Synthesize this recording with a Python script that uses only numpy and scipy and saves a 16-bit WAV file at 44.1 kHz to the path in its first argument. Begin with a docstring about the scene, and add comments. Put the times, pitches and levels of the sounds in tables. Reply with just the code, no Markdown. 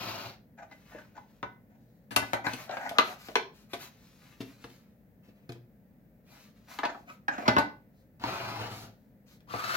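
"""Tipping soil into a flower pot

Soil is tipped from a plastic planter into a pot on a wooden table in a small room. A planter is slid up,
a plastic trowel is laid down, hands rub, brush and knock the thin walls, and planters are pushed and slid.
Knocks and clods are noisy touches plus ringing modes; sliding, rubbing, running soil and brushing hands
are filtered streams of tiny random contacts. Echoes and a low room tone surround them.
"""
import sys
import numpy as np
from scipy import signal
from scipy.fft import rfft, irfft, next_fast_len
from scipy.io import wavfile
from scipy.ndimage import uniform_filter1d, map_coordinates

SR = 44100
rng = np.random.default_rng(int(sys.argv[2]) if len(sys.argv) > 2 else 0)


def bounce(signal):
    """Save signal as a 16-bit WAV file at the path given by the first command-line argument."""
    frames = np.transpose(np.atleast_2d(signal))
    limited = np.clip(frames, -1, 1)
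    pcm = np.round(limited * 32767).astype(np.int16)
    wavfile.write(sys.argv[1], SR, pcm)


N = 430416


def from_db(db):
    """Turn decibels into a gain."""
    return 10 ** (np.asarray(db) / 20)


def rms_one(x):
    """Scale to rms 1."""
    return x / np.sqrt(np.mean(x ** 2) + 1e-20)


def unit(x):
    """Scale to energy 1."""
    return x / np.linalg.norm(x)


def add(track, s, sound):
    """Mix a sound in at a time in seconds; a part before the start is cut off."""
    start = int(s * SR)
    sound, start = sound[max(-start, 0):], max(start, 0)
    track[start:start + len(sound)] += sound[:N - start]


def at_hz(points, hz, axis=1):
    """Read a column of a table on a log-frequency axis."""
    table = np.array(points)
    return np.interp(np.log(np.maximum(hz, 1)), np.log(table[:, 0]), table[:, axis])


def in_time(rows, axis=1):
    """Read a column at every sample, with straight lines between the rows."""
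    table = np.array(rows)
    return np.interp(np.arange(N) / SR, table[:, 0], table[:, axis])


def held(rows, axis):
    """Keep each row's value until the next row starts, with smoothed steps."""
    table = np.array(rows)
    current = np.maximum(np.searchsorted(table[:, 0], np.arange(N) / SR) - 1, 0)
    return uniform_filter1d(table[current, axis], size=2000)


def swell(rise_s, hold_s, fall_s):
    """Envelope of one movement: it speeds up, holds and slows down smoothly."""
    corners = np.cumsum(np.maximum([0, rise_s, hold_s, fall_s], 0))
    ramp = np.interp(np.arange(int(corners[-1] * SR)) / SR, corners, [0, 1, 1, 0])
    return np.sin(np.pi / 2 * ramp) ** 2


def strokes(rows, rise, fall, axis=2):
    """Gain of separate strokes of one shape, each with its own length and level."""
    gain = np.zeros(N)
    for row in rows:
        s, length = row[:2]
        shape = swell(rise * length, (1 - rise - fall) * length, fall * length)
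        add(gain, s, from_db(row[axis]) * shape)
    return gain


def drift(rate):
    """Slow random wander: normal random points, rate per second, joined by straight lines."""
    knots = rng.standard_normal(int(N / SR * rate) + 2)
    return np.interp(np.arange(N) / SR * rate, np.arange(len(knots)), knots)


def dying(t, t60):
    """Decay by 60 dB in t60 seconds."""
    return np.exp(-np.log(1000) * t / t60)


def band(x, low, high):
    """Keep only the sound between two frequencies."""
    return signal.sosfilt(signal.butter(3, [low, high], "band", fs=SR, output="sos"), x)


def colour(x, spectrum):
    """Filter to a spectrum, falling 20 dB per octave beyond its ends, without sounding early."""
    size = next_fast_len(x.shape[-1] + 4096, True)
    hz = np.maximum(np.fft.rfftfreq(size, 1 / SR), 1)
    octaves_outside = np.abs(np.log2(hz / np.clip(hz, spectrum[0][0], spectrum[-1][0])))
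    gain = from_db(at_hz(spectrum, hz) - 20 * octaves_outside)
    # folding the cepstrum onto positive times makes the filter minimum-phase
    cepstrum = irfft(np.log(gain), size)
    cepstrum[1:size // 2] *= 2
    cepstrum[size // 2 + 1:] = 0
    return irfft(rfft(x, size) * np.exp(rfft(cepstrum)), size)[..., :x.shape[-1]]


def resonance(x, hz, q):
    """A resonance that glides: a row of band-passes, each faded in as the pitch comes near."""
    out = 0
    for centre in np.geomspace(500, 2800, 16):
        near = np.maximum(1 - np.abs(np.log2(hz / centre)) * 6, 0)
        out = out + near * rms_one(signal.lfilter(*signal.iirpeak(centre, q, fs=SR), x))
    return rms_one(out)


def grains(per_s, spread_db):
    """Random tiny contacts, a few much stronger than the rest."""
    sizes = from_db(spread_db * np.minimum(rng.exponential(1, N), 5)) * rng.choice([-1, 1], N)
    return rms_one(sizes * (rng.random(N) < per_s / SR))


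def ringing(modes, t, spread_db, detune):
    """Modes struck at a random spot; the grip shifts their pitch a little."""
    hz, db, t60 = np.array(modes).T[:, :, None]
    strength, shift, sign = rng.standard_normal((3, len(modes), 1))
    gain = np.sign(sign) * from_db(db + spread_db * strength)
    tones = np.sin(2 * np.pi * hz * (1 + detune * shift) * t)
    return np.sum(gain * tones * dying(t, t60), axis=0)


def pair(mid, side, alike):
    """Left and right with a given correlation."""
    return np.sqrt((1 + alike) / 2) * mid + np.sqrt((1 - alike) / 2) * side * np.array([[1], [-1]])


# How alike left and right are. Each row: frequency in Hz, correlation (1 is identical).
LIKENESS = [(50, 0.99), (200, 0.89), (500, 0.9), (1200, 0.032), (10000, 0.07)]
# Colour of the room tone. Each row: frequency in Hz, density in dB per Hz before the loudness is set.
ROOM_TONE = [(20, -39), (32, -34), (50, -10.5), (75, -18), (120, -9), (150, -10), (210, -6.5), (360, -24.5),
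             (540, -20.5), (1150, -40.5), (1800, -35), (3100, -49.5), (9000, -55), (16000, -39)]


def room_tone():
    """Low, steady murmur of the building: filtered noise that is most alike on both sides in the bass."""
    size = next_fast_len(N, True)
    alike = np.clip(at_hz(LIKENESS, np.fft.rfftfreq(size, 1 / SR)), 0, 1)
    mid, side = rfft(rng.standard_normal((2, size)))
    air = colour(irfft(pair(mid, side, alike), size)[:, :N], ROOM_TONE)
    balance = from_db(np.array([[1], [-1]]) * 0.62)   # left a little louder
    return from_db(-59) * rms_one(air) * balance


# How the room echoes. Each row: frequency in Hz, time to die by 60 dB in seconds, echo level in dB.
ROOM = [(100, 0.54, -10.5), (305, 0.37, 0.5), (800, 0.29, 1.5), (2000, 0.28, 0), (5000, 0.29, -0.5),
        (9000, 0.17, 3), (15000, .22, -1.5)]


def room(x, build_s, early_db, early_t60):
    """Early echoes off the table and walls, then a diffuse tail; the bass is alike on both sides."""
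    t, response = np.arange(SR // 2) / SR, 0
    edges = np.geomspace(50, 17000, 13)
    for low, high in zip(edges, edges[1:]):
        hz = np.sqrt(low * high)
        alike = np.clip(at_hz(LIKENESS, hz), 0, 1)
        mid, side = band(rng.standard_normal((2, len(t))), low, high)
        decay = dying(t, at_hz(ROOM, hz)) + from_db(early_db) * dying(t, early_t60)
        shape = decay * (1 - np.exp(-t / build_s))
        level = from_db(at_hz(ROOM, hz, axis=2))
        response = response + level * unit(shape) * pair(mid, side, alike)
    return signal.fftconvolve(x[None], response, axes=1)[:, :N]


def shifting(first, second, turns_per_s):
    """Pass back and forth between two sound paths at even power, as the hands move."""
    angle = 2 * np.pi * turns_per_s * np.arange(N) / SR + drift(3)
    return np.cos(angle) * first + np.sin(angle) * second


# Where the hands are working. Each row: time in seconds, lead of the left microphone in ms.
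PLACE = [(0, 0.074), (1.4, 0.043), (2.1, 0.53), (2.35, 0.36), (2.5, 0.04), (3, .18), (4.4, 0.0047),
         (5.5, -.2), (6.8, -0.0034), (7.3, -0.403), (7.6, -0.34), (8.3, -0.106), (8.9, -0.11), (9.5, 0.28)]
PAN_DB, PAN_DB_PER_MS = 3.5, 8.5   # left-right level difference at no lead, and its growth with the lead


def placed(x):
    """A microphone nearer to the hands hears them louder and sooner."""
    lead_ms = in_time(PLACE)
    pan_db = PAN_DB + PAN_DB_PER_MS * lead_ms
    lead = lead_ms * SR / 1000   # in samples
    n = np.arange(N)
    return np.array([from_db(side * pan_db / 2) * map_coordinates(x, [n + side * lead / 2], order=3)
                     for side in (1, -1)])


# How the planter and the table under it ring.
# Each row: pitch in Hz and level in dB (both before random shifts), time to die by 60 dB in seconds.
PLANTER_MODES = [(68.85, -10, .22), (113.8, -1, 0.4), (222, 1.5, 0.081), (285, 5, 0.15), (360.5, -1, 0.15),
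                 (581.3, -1, .1), (638.6, -0.5, 0.13), (790, -8, 0.33), (941.6, -2, 0.11), (1260, -15, .11),
                 (1500, 1.5, 0.25), (1841, -11, 0.012), (2030, -1.5, 0.28), (2340, -4, 0.15),
                 (2710, -1, 0.1005), (3500, -9, 0.047), (3780, -14, 0.11), (4000, -7, 0.05),
                 (5835, -25, .08)]


def through_planter(slips, modes_db):
    """Friction is heard directly and through the ringing walls."""
    t = np.arange(SR // 4) / SR
    walls = unit(ringing(PLANTER_MODES, t, spread_db=4.5, detune=0.01458))
    return slips + from_db(modes_db) * signal.fftconvolve(slips, walls)[:N]


# A planter is pushed over the table. Each row: start in seconds, speeding up in seconds, holding in seconds,
# slowing down in seconds, level in dB before the mix, swell while holding in dB per second (of speed),
# rasp in dB before the mix, grating pitch in Hz at speed 1, grating in dB compared with the friction.
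SLIDES = [(-.05, 0.021, .17, .25, -36.5, 0.5, -9, 940, -4.5),
          (8.185, 0.1, 0.19, 0.5, -33, -11.5, -14, 942, -2),
          (9.461, 0.089, .24, .05, -44.5, 48, -6.5, 1256, 10.5)]


def slide_speed():
    """Speed of the planter on the table, 1 as each push gets under way."""
    speed = np.zeros(N)
    for s, rise_s, hold_s, fall_s, _, db_per_s, *_ in SLIDES:
        push = swell(rise_s, hold_s, fall_s)
        held_s = np.clip(np.arange(len(push)) / SR - rise_s, 0, hold_s)
        add(speed, s, push * from_db(db_per_s * held_s))
    return speed


# Colours of the sliding sounds. Each row: frequency in Hz, density in dB per Hz before the loudness is set.
FRICTION, RUMBLE, RASP = [(200, -35), (300, 0), (430, -6), (680, 4), (1000, -4.5), (1350, 3), (1900, -5.5),
                          (2500, -4.5), (3400, -9.5)], [(40, -11), (80, -15.5), (120, 6.5), (160, -11.5), (220, -2),
                                            (290, -9), (420, -23.5)], [(1300, -25), (2200, -3), (2700, -1),
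                                                            (3400, -5.5), (4200, 1.5), (5200, -4),
                                                            (7500, -16), (8800, -35.5), (11500, -12),
                                                            (14000, -15), (16000, -13)]
RUMBLE_POWER, RASP_POWER = 0.44, 1.0   # loudness grows as these powers of the speed
GRATE_RISE = 0.123                     # octaves the grating rises when the speed doubles


def slides(friction_db, rumble_db, rasp_db, judder_db):
    """The gritty base catches and slips on the wood, and the table top rumbles; speed drives level and pitch."""
    judder = from_db(judder_db * drift(70))
    speed = slide_speed()
    level = from_db(held(SLIDES, axis=4))
    hz = held(SLIDES, axis=7) * np.maximum(speed, .1) ** GRATE_RISE
    slips = through_planter(grains(5000, 2.55), modes_db=-25)
    grate = from_db(held(SLIDES, axis=8)) * resonance(grains(5000, 5.2), hz, q=8.0)
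    friction = from_db(friction_db) * speed * (rms_one(colour(slips, FRICTION)) + grate)
    rumble = from_db(rumble_db) * speed ** RUMBLE_POWER * rms_one(colour(slips, RUMBLE))
    rasp_gain = from_db(rasp_db + held(SLIDES, axis=6)) * speed ** RASP_POWER
    rasp = rasp_gain * rms_one(colour(grains(9000, 2.1), RASP))
    return judder * level * (friction + rumble + rasp)


# Fingers rub on plastic. Each row: start in seconds, length in seconds, level in dB before the mix,
# squeak pitch in Hz before it wanders.
RUBS = [(.565, 0.097, -50, 743), (.68, .07, -55, 2000), (.87, 0.16, -51, 856), (1.14, 0.074, -58, 899),
        (1.69, 0.1, -64, 2000), (2.435, .075, -33, 850), (2.51, 0.17, -50, 1196), (2.655, 0.14, -38.5, 743),
        (2.77, 0.14, -36.5, 763), (2.93, .065, -41.5, 620), (3.03, 0.13, -42.5, 760),
        (3.78, 0.086, -52, 1138), (4.22, 0.099, -72, 1882), (6.26, .2, -65, 1400), (6.66, 0.13, -47, 852),
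        (6.73, 0.11, -55, 1378), (6.87, 0.062, -45, 826), (7.06, 0.069, -53, 1180), (7.3, .065, -38, 1620),
        (7.37, 0.068, -42, 800), (7.445, 0.056, -37, 1000)]
# Colour of the scrape. Each row: frequency in Hz, density in dB per Hz before the loudness is set.
SCRAPE = [(140, -28), (250, -13), (450, -16), (700, 6), (1100, -11), (1600, -10), (2400, -11.5),
          (4000, -23.5), (7000, -21), (9000, -47.5)]
RUB_RISE, RUB_FALL = .35, 0.43   # shares of its length in which a rub swells and fades


def rubs(level_db, judder_db, squeak_db, overtone_db, firm_db):
    """Skin sticks and slips unevenly on the walls; only a firm rub breaks into a hoarse squeak."""
    slips, effort = grains(2000, 2.5), strokes(RUBS, RUB_RISE, RUB_FALL)
    hz = held(RUBS, axis=3) * 2 ** (.12 * drift(25))   # the grip keeps shifting
    overtone = from_db(overtone_db) * resonance(slips, 2.0 * hz, q=6.3)
    squeak = resonance(slips, hz, q=7.8) + overtone
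    scrape = rms_one(colour(through_planter(slips, modes_db=-5.0), SCRAPE))
    firmness = effort / (effort + from_db(firm_db))
    sound = scrape + firmness * from_db(squeak_db) * band(squeak, 432, 2400)
    # even out the loudness, so that effort and judder alone set it
    steady = sound / np.sqrt(uniform_filter1d(sound ** 2, size=1300) + 1e-9)
    return from_db(level_db + judder_db * drift(70)) * effort * steady


def contact(t, scuff_ms, chatter):
    """First touch, then a burst of tiny slips that swells and dies; a long scuff starts softly."""
    age = t / (scuff_ms / 1000)
    slips = rng.standard_normal(len(t)) * np.sqrt(age) * np.exp(-1.5 * age)
    return (t == 0) / scuff_ms + chatter * unit(slips)


# The thump, body, clack and tick ranges of a blow. Each row: lowest Hz, highest Hz.
RANGES = [(45, 450), (450, 1800), (1800, 6000), (6000, 15000)]
TICK_GROWTH = 1.48   # dB of tick per dB of hardness


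def weigh(blow, level_db, thump_db, hardness_db, tick_db):
    """Set a blow's strength over its first 30 ms: weight adds thump, hardness adds clack and still more tick."""
    head = int(.03 * SR)
    re_level_db = np.array([thump_db, 0, hardness_db, tick_db + TICK_GROWTH * hardness_db])
    parts = [band(blow, low, high) for low, high in RANGES]
    return sum(from_db(level_db + db) * part / np.std(part[:head]) for db, part in zip(re_level_db, parts))


def wavering(t, hz, width_hz):
    """A flexed wall does not hold its pitch: its phase wanders."""
    wander = np.cumsum(rng.standard_normal(len(t))) * np.sqrt(width_hz / SR)
    return np.sin(2 * np.pi * hz * t + uniform_filter1d(wander, size=40))


def in_air(blow, cut_hz):
    """Off the table, the light walls cannot radiate any bass."""
    return signal.sosfilt(signal.butter(4, cut_hz, "high", fs=SR, output="sos"), blow)


# Knocks on the planter, and the trowel touching down, dropping and tipping over.
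# Each row: time in seconds, level in dB before the mix, thump in dB compared with the level, hardness in dB,
# pitch of the flexing wall in Hz, its share in dB, time scale of the scuff in ms.
KNOCKS, TROWEL = [(.712, -55.5, -2.5, 0, 2000, 5, 9), (.947, -49, 6.5, -21, 615, 10.5, 3.6),
                  (.984, -50, -9, -8, 1610, 8, 5.6), (1.177, -45, -20, -18.5, 897, 11, 3),
                  (1.4287, -34, -6.5, -11, 990, 0, 1.04), (2.222, -36, -2, -19, 1680, 0, 10),
                  (2.467, -30.5, -4, -5, 1560, 0, 1.8), (2.6934, -37, -10.5, -12.5, 705, 10, 2.1),
                  (2.71, -43.5, -9.5, -2, 1620, -10, 3.1), (2.7695, -36, -15.5, -9, 1640, -6, .8),
                  (2.9109, -35, -9, -27, 680, 11, 0.88), (2.985, -16.5, -14, -3.5, 1225, -0.5, .7),
                  (2.995, -31.5, -16, -3, 1248, 7, 1.7), (3.285, -42, -1, -8.5, 702, 5.5, 1.7),
                  (3.3552, -23, -9.5, -2, 402.5, -2.5, 1.6), (3.7327, -38, -2, -4, 675, 0.5, 3.8),
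                  (6.7879, -35, -10.5, -4.5, 1265, -8, 1.53), (6.8331, -26, -16.5, -14, 692, -1, 10),
                  (6.851, -31, -8.5, -5, 930, -2, 3.5), (6.9462, -42, -8, -23, 800, 3.5, 1.53),
                  (7.0971, -49, -5.5, -23.5, 1270, 8.5, 8), (7.281, -24, -17.5, -11.5, 1613, 6.5, 3.9),
                  (7.3806, -35, -3, -15, 696, 4.5, 2.5), (7.4236, -40.5, -3.5, -17, 616, 6, 3),
                  (7.4596, -37, -1.5, -10.5, 950, -5, 5.7), (7.479, -18.5, -2, -6.5, 285, -2.5, 4.4),
                  (7.5655, -20, -4, -12.5, 1500, -4, 1.04), (7.5825, -20, -4.5, -11, 887, 6.5, 3.86),
                  (8.2383, -29, -5, -10, 935, 3, 1), (9.5368, -32, -5, -17, 677, -1.5, 6)], [(2.108, -41, -1.5, -3.5, 1704, 4.5, 22),
                                  (2.162, -23.5, -9, 1, 2725, -3, 3.5),
                                  (2.3325, -25, -10, -9, 790, -2.5, 2.5)]
# Colour of a contact on thin plastic. 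Each row: frequency in Hz, gain in dB.
CRACK = [(70, -15.5), (250, 1.5), (450, -7.5), (900, 2.5), (1800, -2.5), (4300, -5.5), (6000, -13.5),
         (9000, -20), (12000, -15.5), (16000, -22)]
# The planter is held in the air: from and until, in seconds.
LIFTED = (2.95, 7.45)
KNOCK_TICK_DB, TROWEL_TICK_DB = -19, -7       # tick of a blow of hardness 0, compared with its level
WALL_T60_S, LIFTED_WALL_T60_S = .05, 0.088    # ring of a flexed wall on the table, and held in the air
GRIP_T60_S = .25                              # the hands damp the modes further while they hold the planter


def knocks(rows, tick_db, modes_db, shell_t60, shell_db, shell_cut_hz):
    """A contact cracks, shakes the many short modes of the shell, and rings the main ones and the struck wall."""
    out, t = np.zeros(N), np.arange(SR // 3) / SR
    for s, level, thump, hardness, wall_hz, wall_db, scuff_ms in rows:
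        force = contact(t, scuff_ms, chatter=1.4)
        shell = rng.standard_normal(len(t)) * dying(t, shell_t60)
        shell = unit(signal.lfilter(*signal.butter(1, shell_cut_hz, fs=SR), shell))
        crack = unit(colour(unit(force) + from_db(shell_db) * shell, CRACK))
        build_up = 1 - np.exp(-t / (scuff_ms / 2000))   # a longer scuff sets off the ringing more slowly
        modes = from_db(modes_db) * unit(ringing(PLANTER_MODES, t, spread_db=0.5, detune=0.0048))
        lifted = LIFTED[0] < s < LIFTED[1]
        if lifted:
            modes = modes * dying(t, GRIP_T60_S)
        wall_t60 = LIFTED_WALL_T60_S if lifted else WALL_T60_S
        wall = from_db(wall_db) * unit(wavering(t, wall_hz, width_hz=270) * dying(t, wall_t60))
        blow = crack + build_up * (modes + wall)
        if lifted:
            blow = in_air(blow, cut_hz=180)
        add(out, s, weigh(blow, level, thump, hardness, tick_db))
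    return out


# Clods and grit landing in the pot or jumping in the planter. Each row: time in seconds,
# level in dB before the mix, thump in dB compared with the level, hardness in dB, time scale of crumbling in ms.
CLODS = [(2.534, -47, 5.5, 5, 3), (2.8926, -53.5, -4, 8.5, 2.3), (3.733, -46, -1.5, 2.5, 8),
         (4.404, -48, 11.5, -0.5, 14), (4.641, -49.5, 1, -4, 4.1), (4.7, -68.5, 1.5, 2.5, 2.9),
         (5.283, -71, 15, -2.5, 10.3), (5.4916, -50.5, 11, -2.5, 3.5), (5.521, -61.5, 4.5, 5, .9),
         (5.551, -64.5, 10, -8, 10), (7.1, -62.5, -11, -2, 3), (7.582, -44.5, 0, 5, 8.2),
         (8.197, -62.5, -5.5, -1, 3), (9.405, -74.5, -2, 3, 1.8)]
# How the flower pot on the table rings.
# Each row: pitch in Hz and level in dB (both before random shifts), time to die by 60 dB in seconds.
POT_MODES = [(121, -7.5, 0.43), (272.5, 4, 0.089), (357.6, -4.5, 0.1714), (476, -2, 0.0878),
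             (680, 0.5, 0.14), (2657, -11.5, 0.12)]
CLOD_TICK_DB = -11   # tick of a clod of hardness 0, compared with its level


def clods(modes_db, thud_growth):
    """Soft lumps thud down and crumble; the heavier the lump, the more the pot rings."""
    out, t = np.zeros(N), np.arange(SR // 3) / SR
    for s, level, thump, hardness, crumble_ms in CLODS:
        crumbs = unit(colour(contact(t, crumble_ms, chatter=2.2), CRACK))
        pot = unit(ringing(POT_MODES, t, spread_db=4.0, detune=0.023))
        thud = from_db(modes_db + thud_growth * thump) * pot
        add(out, s, weigh(crumbs + thud, level, thump, hardness, CLOD_TICK_DB))
    return out


TAIL_DB, TAIL_S = -15.5, 0.11   # level of the tail, and the time in which it falls to 37 %


def with_tail(gain):
    """Each run drags a thin, dying tail after it."""
    keep = np.exp(-1 / (TAIL_S * SR))
    return gain + from_db(TAIL_DB) * signal.lfilter([1 - keep], [1, -keep], gain + 1e-18)


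# Runs of dry hiss and rustle: loose soil running over plastic, and hands brushing it.
# Each row: start in seconds, length in seconds, hiss in dB before the mix, rustle in dB before the mix.
RUNS = [(.66, 0.32, -77, -72.5), (.83, 0.31, -73.5, -65.5), (1.05, 0.51, -83, -78.5),
        (1.7, 0.48, -90.5, -97), (2.18, 0.21, -66, -59), (2.43, 0.15, -54.5, -46), (2.53, 0.18, -60.5, -58),
        (2.68, 0.39, -66, -58), (3.02, 0.16, -56.5, -50), (3.16, 0.22, -62, -59), (3.52, 0.17, -71, -70),
        (3.68, 0.16, -65, -59), (3.785, 0.12, -54.5, -52), (3.88, 0.62, -74.5, -74),
        (4.19, 0.22, -75.5, -66), (4.36, 0.28, -69.5, -65.5), (4.56, 0.3, -70.5, -69),
        (4.75, 0.24, -89, -79.5), (5.22, .12, -80, -69.5), (5.32, 0.2, -90.5, -79.5),
        (6.23, 0.32, -67.5, -64.5), (6.52, 0.26, -80, -76), (6.665, 0.18, -62, -60),
        (6.88, 0.22, -77.5, -76.5), (7.05, 0.14, -70.5, -64.5), (7.28, 0.44, -68, -55),
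        (7.92, .17, -85.5, -89), (8.67, 0.23, -56.5, -64), (9.25, 0.15, -70, -70.5)]
# Colours of the hiss and the rustle.
# Each row: frequency in Hz, density in dB per Hz before the loudness is set.
HISS, RUSTLE = [(2000, -13), (4000, 2.5), (7000, -3.5), (9000, -14), (12000, -3), (15500, -7)], [(600, -10), (900, -3), (1600, -2), (2600, -2.5), (4000, -17.5), (6000, -29)]
RUN_RISE, RUN_FALL = 0.27, 0.58   # shares of its length in which a run swells and fades


def soil_and_brushing(hiss_db, rustle_db, ticks_db, rustle_per_s):
    """Dense tiny contacts hiss in small surges, with ticks among them; sparser ones rustle."""
    surge = from_db(1.5 * drift(30))
    hiss_gain = with_tail(strokes(RUNS, RUN_RISE, RUN_FALL, axis=2))
    rustle_gain = with_tail(strokes(RUNS, RUN_RISE, RUN_FALL, axis=3))
    ticks = from_db(ticks_db) * grains(299.6, 2.993)
    hiss = from_db(hiss_db) * hiss_gain * rms_one(colour(grains(16000, 1.4) + ticks, HISS))
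    rustle = from_db(rustle_db) * rustle_gain * rms_one(colour(grains(rustle_per_s, 3.0), RUSTLE))
    return (hiss + rustle) * surge


def scene():
    """All the handling on the table, in the room."""
    sliding = slides(friction_db=-8.0, rumble_db=-12.5, rasp_db=-0.5, judder_db=2.0)
    fingers = rubs(level_db=-5.0, judder_db=6.5, squeak_db=2.0, overtone_db=-2, firm_db=-51.5)
    planter = from_db(-4.5) * knocks(KNOCKS, KNOCK_TICK_DB, modes_db=-4,
                                     shell_t60=0.046, shell_db=-5.5, shell_cut_hz=1300)
    trowel = from_db(-4.5) * knocks(TROWEL, TROWEL_TICK_DB, modes_db=-4,
                                    shell_t60=.09, shell_db=-8, shell_cut_hz=8000)
    lumps = from_db(-2.0) * clods(modes_db=-2.5, thud_growth=1.0)
    runs = soil_and_brushing(hiss_db=2.5, rustle_db=-1.0, ticks_db=-9, rustle_per_s=1800)
    dry = sliding + fingers + planter + trowel + lumps + runs
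    echoes = [room(dry, build_s=0.0005, early_db=4.5, early_t60=0.041) for path in range(2)]
    return placed(dry) + shifting(*echoes, turns_per_s=2.3) + room_tone()


def record(dry):
    """The top is cut steeply above 15950 Hz."""
    return signal.sosfilt(signal.ellip(10, .2, 80, 15950, fs=SR, output="sos"), dry)


dry = scene()
out = record(dry)
bounce(out)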